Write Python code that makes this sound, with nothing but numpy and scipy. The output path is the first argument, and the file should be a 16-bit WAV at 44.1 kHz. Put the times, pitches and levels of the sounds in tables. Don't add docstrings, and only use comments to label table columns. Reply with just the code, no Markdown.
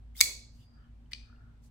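import sys
import numpy as np
from scipy import signal
from scipy.fft import rfft, irfft
from scipy.io import wavfile
from scipy.ndimage import uniform_filter1d

SR = 44100
rng = np.random.default_rng(int(sys.argv[2]) if len(sys.argv) > 2 else 0)


def convert_level_to_amplitude(level_db):
    exponent = np.asarray(level_db, float) / 20
    return 10 ** exponent


def store_pcm(level_fs):
    pcm = np.round(np.clip(level_fs, -1, 1) * 32767).astype(np.int16)
    wavfile.write(sys.argv[1], SR, np.atleast_2d(pcm).T)


N = 74970


def unit(x):
    return x / np.sqrt(np.mean(x ** 2))


def noise_pair():
    return rng.standard_normal((2, N))


def shape(x, gain):
    size = x.shape[-1]
    hz = np.arange(size // 2 + 1) * SR / size + 1
    return irfft(rfft(x) * gain(hz), size)


def curve(table, hz, column=1):
    table = np.array(table)
    return np.interp(np.log(hz), np.log(table[:, 0]), table[:, column])


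def peak(hz, width):
    return lambda f: 1 / np.sqrt(1 + ((f - hz * hz / f) / width) ** 2)


def fade(t, t60, rise=1e-5):
    u = np.maximum(t, 0)
    return (1 - np.exp(-(u / rise) ** 2)) * convert_level_to_amplitude(-60 * u / t60)


def sweep(t, times, pitches):
    return 2 * np.pi * np.cumsum(np.interp(t, times, pitches)) / SR


def walk(rate):
    k = int(SR / rate)
    return unit(uniform_filter1d(uniform_filter1d(rng.standard_normal(N), k), k))


# frequency in Hz, level in dB per Hz.
AIR_COLOUR = [(88, -27), (150, -7), (172, -22.5), (254, -9), (354, -31), (745, -26), (1360, -32),
              (3490, -38), (16000, -57)]


def air():
    alike_under_hz, level_db = 420, -70.5
    mid, side = noise_pair()
    side = shape(side, lambda f: np.clip(f / alike_under_hz / 2, .1, 1))
    both = np.array([mid + side, mid - side])
    return convert_level_to_amplitude(level_db) * unit(shape(both, lambda f: convert_level_to_amplitude(curve(AIR_COLOUR, f)) * (f > 20)))


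# frequency in Hz, width in Hz, level in dB.
RUMBLE_BANDS = [(28, 8, -68), (60, 74, -65), (90, 20, -65), (110.43, 8, -67), (128.1, 18, -68)]
# time in seconds, pitch in Hz, level in dB.
MOTOR_PATH = [(0.0, 55.17, -51.5), (0.088, 55.88, -48), (0.306, 54.29, -54.5), (0.396, 54.84, -51),
              (0.41, 54.16, -58.5), (0.558, 54.7, -52), (0.644, 54.72, -69), (0.814, 54.68, -51),
              (0.86, 54.4, -71), (0.89, 54.2, -51), (1.136, 54.67, -56.5), (1.24, 54.2, -47.5),
              (1.278, 54.4, -71), (1.302, 54.93, -54), (1.67, 54.74, -56), (1.7, 54.2, -61.5)]
# frequency in Hz, level in dB, phase in radians.
HUM_LINES = [(233.6, -70, 0.3), (240.15, -71, -4.6), (7950, -98, .3)]


def appliance(t):
    out = 0
    for hz, width, db in RUMBLE_BANDS:
        mid, side = shape(shape(noise_pair(), peak(hz, width)), peak(hz, 3 * width))
        out = out + convert_level_to_amplitude(db) * unit(np.array([mid + .17 * side, mid - .17 * side]))

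    s, hz, db = np.array(MOTOR_PATH).T
    lead = np.array([[.12], [-.12]])
    out = out + np.sqrt(2) * convert_level_to_amplitude(np.interp(t, s, db)) * np.sin(sweep(t, s, hz) + lead)

    for hz, db, phase in HUM_LINES:
        lead = min(.4 * hz / 240, 1)
        pan_db = 2 * lead
        left = convert_level_to_amplitude(pan_db) * np.sin(2 * np.pi * hz * t + phase + lead)
        right = convert_level_to_amplitude(-pan_db) * np.sin(2 * np.pi * hz * t + phase - lead)
        out = out + np.sqrt(2) * convert_level_to_amplitude(db + 0.74 * walk(5)) * np.array([left, right])
    return out


# time in seconds, level in dB, pitch of the pivot's resonance in Hz.
SWING_PATH = [
    (.145, -83, 3000),
    (0.157, -65.5, 3200),
    (.168, -55.5, 3570),
    (.178, -51, 5020),
    (.19, -52, 5000),
    (.204, -48.5, 5140),
    (.208, -84.5, 5050),
]


def swing(t):
    s, db, hz = np.array(SWING_PATH).T
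    rough = unit(shape(noise_pair(), lambda f: 1 / (1 + (f / 300) ** 2)))
    tone = rough * np.sin(sweep(t, s, hz))
    wide = unit(shape(noise_pair(), peak(7700, 13000)))
    top = unit(shape(noise_pair(), peak(14900, 900)))
    scrape = tone + convert_level_to_amplitude(3) * wide + convert_level_to_amplitude(-5) * top
    level = convert_level_to_amplitude(np.interp(t, s, db, -150, -150) + 1.9 * walk(300))
    squeal_level = convert_level_to_amplitude(-40) * np.clip((t - .186) / 0.013, 0, 1) * (t < .206)
    return level * scrape + squeal_level * np.sin(2 * np.pi * 3700 * t)


# start in seconds, level in dB, pitch in Hz, time to fall 60 dB in seconds.
LIGHT_TICKS = [(0.152, -53.5, 2116, .04), (.166, -56, 8200, .02), (0.21, -44.5, 76.6, 0.21),
               (0.209, -48, 128.2, 0.092), (0.215, -72, 4793, 1.2), (.298, -62, 382.5, 0.25),
               (1.0588, -69, 3040, 0.031), (1.1179, -44, 2030, 0.034), (1.298, -56, 1301, 0.031),
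               (1.327, -54, 1425, .03), (1.361, -66, 2814, 0.031)]


def ticks(t):
    out = np.zeros((2, N))
    for s, db, hz, t60 in LIGHT_TICKS:
        out += convert_level_to_amplitude(db) * fade(t - s, t60, 1.2 / hz) * np.sin(2 * np.pi * hz * (t - s))
    return out


def strikes(t, hits, modes, crack):
    contact_s, crack_t60_s = 0.00027, 0.0099
    out = np.zeros((2, N))
    hz, db, t60 = np.array(modes).T[:, :, None]
    for s, hit_db, pan_db, crack_db in hits:
        i = int(s * SR)
        u = t[i:] - s
        luck = rng.standard_normal((3, len(modes), 1))
        noise = unit(shape(noise_pair(), lambda f: convert_level_to_amplitude(curve(crack, f))))[:, i:]
        for c in range(2):
            wave = np.sin(2 * np.pi * hz * u + c * 1.5 * luck[2])
            ring = convert_level_to_amplitude(db + 2.7 * luck[c]) * fade(u, t60, contact_s) * wave
            snap = convert_level_to_amplitude(crack_db - 4.5) * noise[c] * fade(u, crack_t60_s, contact_s)
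            out[c, i:] += convert_level_to_amplitude(hit_db + pan_db * (1.5 - c)) * (0.32 * ring.sum(0) + snap)
    return out


# start in seconds, level in dB, left over right in dB, share of crack in dB.
LOCK_BLOWS = [
    (.2061, -12.5, -2, 6),
    (0.2062, -23, 2, 2),
    (0.2088, -14.5, 0, 1),
    (0.2106, -8.5, -1, 13.5),
    (0.2119, -11.5, -3.5, 2.5),
    (0.2147, -15.5, 0, -1.5),
]
# pitch in Hz, level in dB, time to fall 60 dB in seconds.
OPEN_RINGING = [(1816, -27.5, 0.017), (2225.6, -12, 0.076), (2277, -7.5, 0.068), (3490, -5.5, 0.049),
                (3915, -5, .02), (3975, -5, 0.034), (4544, -3, 0.0255), (4770, 0.5, .03), (5490, -8, .015),
                (6141, -8.5, 0.0092), (7810, -7.5, 0.033), (8130, -5.5, .015), (10195, -12.5, 0.0084),
                (12890, -12, .01)]
# frequency in Hz, level in dB per Hz.
LOCK_CRACK_COLOUR = [(59, -55), (100, -26.5), (1330, -28), (2220, -6.5), (2800, -21.5), (4670, -3.5),
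                     (5420, -15), (6020, -8), (16000, -18)]


def lock_up(t):
    return strikes(t, LOCK_BLOWS, OPEN_RINGING, LOCK_CRACK_COLOUR)


# frequency in Hz, time to fall 60 dB in seconds, level in dB.
ROOM_DECAY = [(100, .3, -24.5), (500, 0.8, -21), (1400, 0.26, -23.5), (2311, .4, -23), (4706, 0.5, -25),
              (7800, 0.38, -21), (11996, 0.25, -20), (15930, 0.26, -18.5)]


def room(t, x):
    gap_s, likeness = 0.0074, 0.4
    noise = rng.standard_normal((3, N))
    noise = np.sqrt(likeness) * noise[2] + np.sqrt(1 - likeness) * noise[:2]
    tail = 0
    for hz in 80 * 2 ** (np.arange(24) / 3):
        band = shape(noise, lambda f: np.maximum(1 - 3 * np.abs(np.log2(f / hz)), 0))
        level = convert_level_to_amplitude(curve(ROOM_DECAY, hz, column=2) - 16.5)
        tail = tail + level * fade(t, curve(ROOM_DECAY, hz)) * band
    tail = tail * np.clip(t / gap_s, 0, 1) ** 2
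    return signal.fftconvolve(x, tail, axes=1)[:, :N]


# start in seconds, length in seconds.
SLIDE_TIMES = [(.57, .09), (.59, .07), (.5, .19), (1.61, .09), (1.108, .025), (1.108, .025), (.22, .12),
               (.45, .44), (.68, .27), (.69, .25), (.76, .17), (1.15, .5), (1.16, .4), (1.2, .35)]
# level in dB, centre in Hz, width in Hz.
SLIDE_SOUNDS = [(-73.5, 2900, 260), (-73.5, 3530, 230), (-74, 5800, 7000), (-71, 6600, 5800),
                (-59, 2400, 1500), (-63, 6100, 12000), (-58, 410, 740), (-74.5, 4800, 150),
                (-73, 1350, 220), (-78.5, 1700, 120), (-80.5, 3050, 200), (-71, 1405, 200), (-79, 1700, 79),
                (-79, 660, 200)]


def rubs(t):
    out = 0
    for (s, length), (db, hz, width) in zip(SLIDE_TIMES, SLIDE_SOUNDS):
        noise = shape(shape(noise_pair(), peak(hz, width)), peak(hz, 2 * width))
        swell = np.sin(np.pi * np.clip((t - s) / length, 0, 1)) ** 1.5
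        out = out + convert_level_to_amplitude(db + 1.0 * walk(120)) * unit(noise) * swell
    return out


# start in seconds, level in dB, left over right in dB, share of crack in dB.
FREE_BLOWS = [
    (1.112, -55, 0, -15),
    (1.119, -44, 7, -17.5),
    (1.1324, -24.5, -7, 6),
    (1.1340, -29.5, 8.5, -7),
    (1.1471, -52.5, 14.5, -10),
]
# pitch in Hz, level in dB, time to fall 60 dB in seconds.
HELD_RINGING = [(1965, -17.5, 0.017), (2443, -2, 0.015), (2970, -14.5, 0.036), (4467, -5, 0.0092),
                (4730, -2.5, 0.019), (5784, -11.5, 0.019), (7980, -13, 0.0071), (10140, -33, 0.012)]
# frequency in Hz, level in dB per Hz.
FREE_CRACK_COLOUR = [(350, -72), (600, -55), (1510, -53), (2570, -4), (4650, -2), (5260, -9.5),
                     (16000, -41)]


def release(t):
    return strikes(t, FREE_BLOWS, HELD_RINGING, FREE_CRACK_COLOUR)


def scene():
    t = np.arange(N) / SR
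    knife = lock_up(t) + release(t) + ticks(t) + swing(t)
    return knife + room(t, knife) + rubs(t) + air() + appliance(t)


def top_cut(x):
    return signal.sosfilt(signal.butter(12, 16860, fs=SR, output="sos"), x)


def record(dry):
    mix = shape(dry, lambda f: 1 / (1 + (f / 16000) ** 120))
    return top_cut(mix)


dry = scene()
out = record(dry)
store_pcm(out)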